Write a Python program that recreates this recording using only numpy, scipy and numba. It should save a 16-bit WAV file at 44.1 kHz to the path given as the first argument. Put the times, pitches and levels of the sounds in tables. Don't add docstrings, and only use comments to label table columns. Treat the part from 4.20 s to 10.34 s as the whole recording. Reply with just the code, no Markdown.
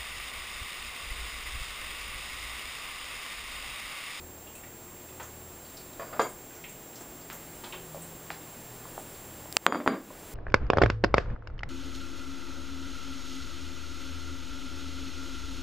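import sys
import numpy as np
from scipy import signal
from scipy.fft import rfft, irfft, next_fast_len
from scipy.io import wavfile
from scipy.ndimage import minimum_filter1d, map_coordinates
from numba import njit

SR = 44100
rng = np.random.default_rng(int(sys.argv[2]) if len(sys.argv) > 2 else 0)


def dump_mix(stems):
    frames = np.atleast_2d(stems).T
    limited = np.clip(frames, -1, 1)
    pcm = np.round(limited * 32767).astype(np.int16)
    wavfile.write(sys.argv[1], SR, pcm)


N = 270774
TOP_HZ = 15760


def amp(db):
    return 10 ** (np.asarray(db) / 20)


def unit(x):
    return x / np.sqrt(np.mean(x ** 2) + 1e-20)


def along(points, hz):
    point_hz, values = np.transpose(points)
    return np.interp(np.log(hz + 1), np.log(point_hz + 1), values)


def curves(rows):
    s, *columns = np.transpose(rows)
    return [np.interp(np.arange(N) / SR, s, column) for column in columns]


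def wobble(knots_per_s):
    knots = rng.standard_normal(int(N * knots_per_s / SR) + 4)
    return map_coordinates(knots, [np.arange(N) * knots_per_s / SR])


def filtered(x, response):
    size = next_fast_len(len(x) + 8192)
    spectrum = rfft(x, size) * response(np.fft.rfftfreq(size, 1 / SR))
    return irfft(spectrum, size)[:len(x)]


def peak(f, hz, width_hz):
    return 1j * f * width_hz / (hz * hz - f * f + 1j * f * width_hz)


def add(track, s, sound):
    part = track[round(s * SR):][:len(sound)]
    part += sound[:len(part)]


# frequency in Hz, t60 in s.
KITCHEN_T60 = [(150, 0.45), (500, 0.3), (2000, 0.3), (8000, 0.27), (15000, 0.37)]


def echoed(sound, gap_s):
    hz, t, z = signal.stft(rng.standard_normal(SR // 2), SR, nperseg=256)
    decay = amp(-60 * t / along(KITCHEN_T60, hz)[:, None])
    tail = signal.istft(z * decay, SR, nperseg=256)[1]
    tail = tail * (1 - np.exp(-np.arange(len(tail)) / SR / gap_s))
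    return signal.fftconvolve(sound, tail / np.linalg.norm(tail))[:SR // 2]


def dying(modes, t60_s, t):
    def shape(f):
        total = sum((-1) ** k * amp(db) * peak(f, hz, width_hz) for k, (hz, width_hz, db) in enumerate(modes))
        return total / (1 + (f / 2600) ** 4)

    noise = unit(filtered(rng.standard_normal(len(t)), shape))
    return noise * amp(-60 * t / t60_s) * (1 - np.exp(-t / 0.0015))


# start in s, blow level in dB, hardness in Hz, ring level in dB re blow,
# rumble level in dB re blow, chatter span in s.
PLATE_CONTACTS = [(1.795, -28, 1570, -26.5, -8.5, .04), (1.86, -35.5, 2050, -24, -12, 0.054),
                  (1.928, -28, 2470, -40, -10, .04), (1.9947, -5, 3450, -33.5, -17.5, .01),
                  (2.016, -25.5, 2500, -13.5, -14, 0.015), (2.043, -27.5, 2500, -17, -10, .02),
                  (5.4653, 12, 7000, -41, -25, 0), (5.5238, 9, 3000, -41, -29, 0),
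                  (5.5466, 2, 2900, -50, -27, 0), (5.5566, -2, 2500, -48, -26, 0),
                  (5.602, -10, 2900, -46, -18, 0), (5.6622, -2, 2300, -50, -20, 0),
                  (5.6765, 8, 5000, -36, -23, 0), (5.684, -14.5, 2000, -46, -6, .012),
                  (5.719, -13, 1500, -50, -11, 0.031), (5.904, -26.5, 2520, -49, -19.5, .004)]
# frequency in Hz, mean level in dB, t60 in s.
CERAMIC_MODES = [(1098, -1, .17), (2190, -11, .17), (3262, -8, .22), (3590, -15, .2), (4705, -5, .19),
                 (4737, -3, .15), (5400, -20, .15), (6115, -14, .11), (6998, -4, .16), (7020, -9, .18),
                 (8398, -18, .2), (10020, -14, .2), (11690, -15, .15), (11975, -18, .15), (13150, -18, .11)]
# centre in Hz, width in Hz, relative level in dB.
SURFACE_MODES = [(595, 120, 4), (1110, 206, 2.5), (1460, 690, -2.5), (2340, 690, -6.5), (3720, 1200, -8.5)]
# centre in Hz, width in Hz, relative level in dB.
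BOOM_MODES = [(187, 47, -4), (269, 93, 3), (342, 111, 2), (434, 138, -4.5)]
CARRY_S = 2.3
TILE_BOOM_DB, BOARD_BOOM_DB = -10, 1
THUD_SHARE, THUD_TOP_HZ = .4, 1200
FLEX_HZ, FLEX_WIDTH_HZ, FLEX_LOW_CUT_HZ = 316, 110, 123
FLEX_DB = 9.5


def surface_flex(t):
    flex = amp(FLEX_DB) * np.sin(2 * np.pi * FLEX_HZ * t) * np.exp(-np.pi * FLEX_WIDTH_HZ * t)
    return filtered(flex, lambda f: (1j * f / (FLEX_LOW_CUT_HZ + 1j * f)) ** 2)


def contact_thud(hard_hz, t):
    thud_hz = min(THUD_SHARE * hard_hz, THUD_TOP_HZ)
    thud = -np.cos(2 * np.pi * thud_hz * t) * np.exp(-t * thud_hz * 1.3)
    thud = thud * 1.3 * (1 - np.exp(-t * hard_hz * 2))
    return filtered(thud, lambda f: 1j * f / (200 + 1j * f) / (1 + 1j * f / hard_hz) ** 3)


def ceramic_ring(t):
    ring = np.zeros(len(t))
    for hz, level_db, t60_s in CERAMIC_MODES:
        envelope = amp(level_db + rng.normal(0, 4.4) - 60 * t / t60_s)
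        phase_drift = .015 * np.cumsum(rng.standard_normal(len(t)))
        ring += envelope * np.sin(2 * np.pi * hz * t + phase_drift)
    return ring * (1 - np.exp(-t / 0.00015))


def plate():
    out, t = np.zeros(N), np.arange(SR // 2) / SR
    flex = surface_flex(t)
    for s, blow_db, hard_hz, ring_db, rumble_db, chatter_s in PLATE_CONTACTS:
        when, size = rng.random((2, 8))
        pushes = np.zeros(len(t))
        pushes[(when * chatter_s * SR).astype(int)] = .6 * size
        pushes[0] = 1
        thud = signal.fftconvolve(pushes, contact_thud(hard_hz, t))[:len(t)]
        boom_db = TILE_BOOM_DB if s < CARRY_S else BOARD_BOOM_DB
        rumble = dying(SURFACE_MODES, 0.15, t)
        boom = amp(boom_db) * (dying(BOOM_MODES, 0.21, t) + flex)
        response = amp(rumble_db) * (rumble + boom) + amp(ring_db) * ceramic_ring(t)
        body = signal.fftconvolve(pushes, response)[:len(t)]
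        room = amp(-11.5) * echoed(body, gap_s=0.013)
        add(out, s, amp(blow_db) * (thud + body + room))
    return out


# start in s, peak level in dB, brightness in dB per octave about 4 kHz, scatter in s.
SNAPS = [(5.3260, -21, 19, .0007), (5.3683, -1, 0, .0008)]
# centre in Hz, width in Hz, level in dB at a width of 1000 Hz.
CASING_MODES = [(1080, 380, -1), (2800, 500, -7), (4800, 900, 5), (8000, 2400, -3), (11600, 1700, -11)]


def snaps():
    out, t = np.zeros(N), np.arange(1024) / SR
    for s, peak_db, tilt_db, scatter_s in SNAPS:
        slips = 0.52 * rng.standard_normal(len(t)) * np.exp(-t / scatter_s)
        slips[0] = -1

        def casing(f):
            total = 0
            for hz, width_hz, level_db in CASING_MODES:
                gain = amp(level_db + tilt_db * np.log2(hz / 4000)) * 1000 / width_hz
                total = total + gain * peak(f, hz, width_hz)
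            return total / (1 + 1j * f / 12000) ** 4

        crack = filtered(slips, casing)
        add(out, s, amp(peak_db) * crack / np.abs(crack).max())
    return out


# start in s, direct peak level in dB, centre in Hz, width in Hz,
# room level in dB re direct.
KNOCKS = [(0.9995, -30.5, 1120, 1500, 8.5), (3.101, -25, 1780, 2750, 2), (3.746, -30, 580, 277, 2),
          (3.766, -41, 603, 300, 1), (4.104, -20.5, 1860, 1180, -5), (4.106, -28.5, 786, 300, -5),
          (4.654, -36, 1090, 300, -8), (4.779, -25.5, 770, 374, -5), (5.257, -34, 640, 400, -15)]


def knocks():
    out, t = np.zeros(N), np.arange(SR // 2) / SR
    for s, peak_db, hz, width_hz, room_db in KNOCKS:
        knock = filtered(np.exp(-t / .0001), lambda f: peak(f, hz, width_hz) * peak(f, hz, 2 * width_hz))
        knock = knock / np.abs(knock).max()
        add(out, s, amp(peak_db) * (knock + amp(room_db) * echoed(knock, gap_s=0.002)))
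    return out


# start in s, level in dB, centre in Hz, width in Hz.
TICKS = [(.268, -49.5, 2800, 600), (0.351, -47.5, 2580, 600), (.351, -43.5, 8140, 2200),
         (.433, -45, 1930, 700), (1, -47, 2940, 3000), (1.028, -43, 6900, 1500), (1.568, -43, 4670, 1290),
         (1.734, -51, 410, 310), (2.089, -45, 8800, 3000), (2.351, -50, 5940, 900),
         (2.438, -38.5, 2500, 685), (2.493, -45, 7900, 1500), (2.755, -44.5, 5500, 2000),
         (2.806, -42, 585, 600), (2.806, -45, 7600, 1600), (3.11, -43.5, 865, 1000),
         (3.127, -42.5, 12900, 1500), (3.126, -44, 7140, 2200), (3.436, -38, 875, 1200),
         (3.44, -41.5, 3380, 2200), (3.523, -36, 2710, 670), (3.531, -38, 880, 795),
         (3.817, -42.5, 8300, 1500), (4.109, -44.5, 3970, 3000), (4.79, -46.5, 8000, 1500)]
STRAY_COUNT, STRAY_DB, STRAY_SPREAD_DB = 22, -54, 1.5
STRAY_HZ, STRAY_SPREAD_OCTAVES, STRAY_WIDTH_HZ = 2850, 0.67, 1000


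def stray_ticks():
    moments = rng.random(STRAY_COUNT) * N / SR
    draws = rng.standard_normal((STRAY_COUNT, 2))
    rows = []
    for s, (level_draw, pitch_draw) in zip(moments, draws):
        hz = min(STRAY_HZ * 2 ** (STRAY_SPREAD_OCTAVES * pitch_draw), TOP_HZ)
        rows.append((s, STRAY_DB + STRAY_SPREAD_DB * level_draw, hz, STRAY_WIDTH_HZ))
    return rows


def ticks():
    out, t = np.zeros(N), np.arange(SR // 2) / SR
    for s, db, hz, width_hz in TICKS + stray_ticks():
        click = rng.standard_normal(len(t)) * amp(-60 * t / 0.036) * (1 - np.exp(-t / 0.0033))
        click = filtered(click, lambda f: peak(f, hz, width_hz) * peak(f, hz, 2 * width_hz))
        click = click / np.linalg.norm(click) * 10
        add(out, s, amp(db) * (click + amp(3.5) * echoed(click, gap_s=0.00057)))
    return out


def shaped_noise(spectrum):
    return unit(filtered(rng.standard_normal(N), lambda f: amp(along(spectrum, f))))


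# frequency in Hz, relative density in dB per Hz.
RUSTLE_SPECTRUM = [(1500, 0), (3000, 1), (6000, -4), (9000, 5), (13000, -3), (16000, -17)]
# time in s, mean level in dB rms.
RUSTLE_LEVEL = [(0, -68.5), (1.6, -59), (2.2, -80), (3.5, -54), (4.1, -62), (4.9, -55.5), (5.4, -66),
                (6.14, -53.5)]


def rustle():
    (level_db,) = curves(RUSTLE_LEVEL)
    return amp(level_db + 1.4 * wobble(5.72)) * shaped_noise(RUSTLE_SPECTRUM)


HUM_HZ = (81.5, 119.8, 163, 360.3)
# time in s, then the mean peak level of each tone in dB.
HUM_LEVELS = [(0, -48, -61, -63, -57), (.35, -60.5, -59.5, -63.5, -56.5), (1.15, -52, -59.5, -63, -57.5),
              (1.9, -65, -58.5, -65, -59), (2.7, -75, -62, -58, -61), (3.2, -77, -55.5, -57, -55.5),
              (3.8, -57, -59.5, -52, -59), (4.5, -66, -55, -54.5, -67), (5.1, -55, -56.5, -61.5, -56),
              (5.4, -58.5, -63, -59, -84)]
HUM_WAVER_DB, HUM_BLUR_RAD_PER_HZ = 2.2, .006


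def fridge_and_mains_hum():
    out, t = np.zeros(N), np.arange(N) / SR
    for hz, level_db in zip(HUM_HZ, curves(HUM_LEVELS)):
        level = amp(level_db + HUM_WAVER_DB * wobble(4))
        out += level * np.sin(2 * np.pi * hz * t + HUM_BLUR_RAD_PER_HZ * hz * wobble(9))
    return out


# frequency in Hz, relative density in dB per Hz.
AIR_SPECTRUM = [(13, -28), (25, -4.5), (60, -10), (130, -10.5), (300, -6.5), (650, -10.5), (1300, -17),
                (2500, -21), (4500, -26), (8000, -24.5), (12000, -26.5), (16000, -23.5)]
# time in s, mean level in dB rms.
AIR_LEVEL = [(0, -49.5), (2, -48.5), (5.3, -46.5), (5.7, -43.5), (6.14, -43)]


def room_air():
    (level_db,) = curves(AIR_LEVEL)
    return amp(level_db + 0.28 * wobble(11)) * shaped_noise(AIR_SPECTRUM)


# multiple of WHINE_HZ, level in dB rms.
WHINE = [(1, -54.8), (2, -56.6)]
# frequency in Hz, level in dB rms.
TONES = [(6525.5, -83), (6552, -79), (6578.5, -69.5), (6605, -69.5), (6631.5, -80), (13183.7, -59)]
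WHINE_HZ, FRAME_HZ = 7522.5, 29.97


def whine():
    t = np.arange(N) / SR
    slide = sum(.42 / k * np.sin(2 * np.pi * k * FRAME_HZ * t) for k in range(1, 7))
    out = sum(amp(db) * np.sin(k * (2 * np.pi * WHINE_HZ * t + slide)) for k, db in WHINE)
    thin = sum(amp(db) * np.sin(2 * np.pi * (hz * t + rng.random())) for hz, db in TONES)
    return np.sqrt(2) * (out + thin)


def scene():
    events = plate() + snaps() + knocks() + ticks()
    mono = events + rustle() + fridge_and_mains_hum() + room_air() + whine()
    return np.array([mono, mono])


@njit
def ducking(over_db, grab, quick, charge, slow):
    out = np.zeros(len(over_db))
    a = b = 0.0
    for i in range(len(over_db)):
        a = a + (over_db[i] - a) * grab if over_db[i] > a else max(a - quick, 0.0)
        b += (a - b) * (charge if a > b else slow)
        out[i] = max(a, b)
    return out


THRESHOLD_DB, CEILING = -11, .69
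GRAB_S, QUICK_DB_PER_S, CHARGE_S, SLOW_S = .0007, 95, .12, .25


def record(dry):
    held = -minimum_filter1d(-np.abs(dry[0]), size=89, origin=44)
    over_db = np.maximum(20 * np.log10(held + 1e-9) - THRESHOLD_DB, 0)
    step = lambda s: 1 / (s * SR)
    duck_db = ducking(over_db, step(GRAB_S), QUICK_DB_PER_S / SR, step(CHARGE_S), step(SLOW_S))
    x = dry[0] * amp(-duck_db)
    x = x / (1 + np.abs(x / CEILING) ** 8) ** (1 / 8)
    x = filtered(x, lambda f: f < TOP_HZ)
    return np.array([x, x])


dry = scene()
out = record(dry)
dump_mix(out)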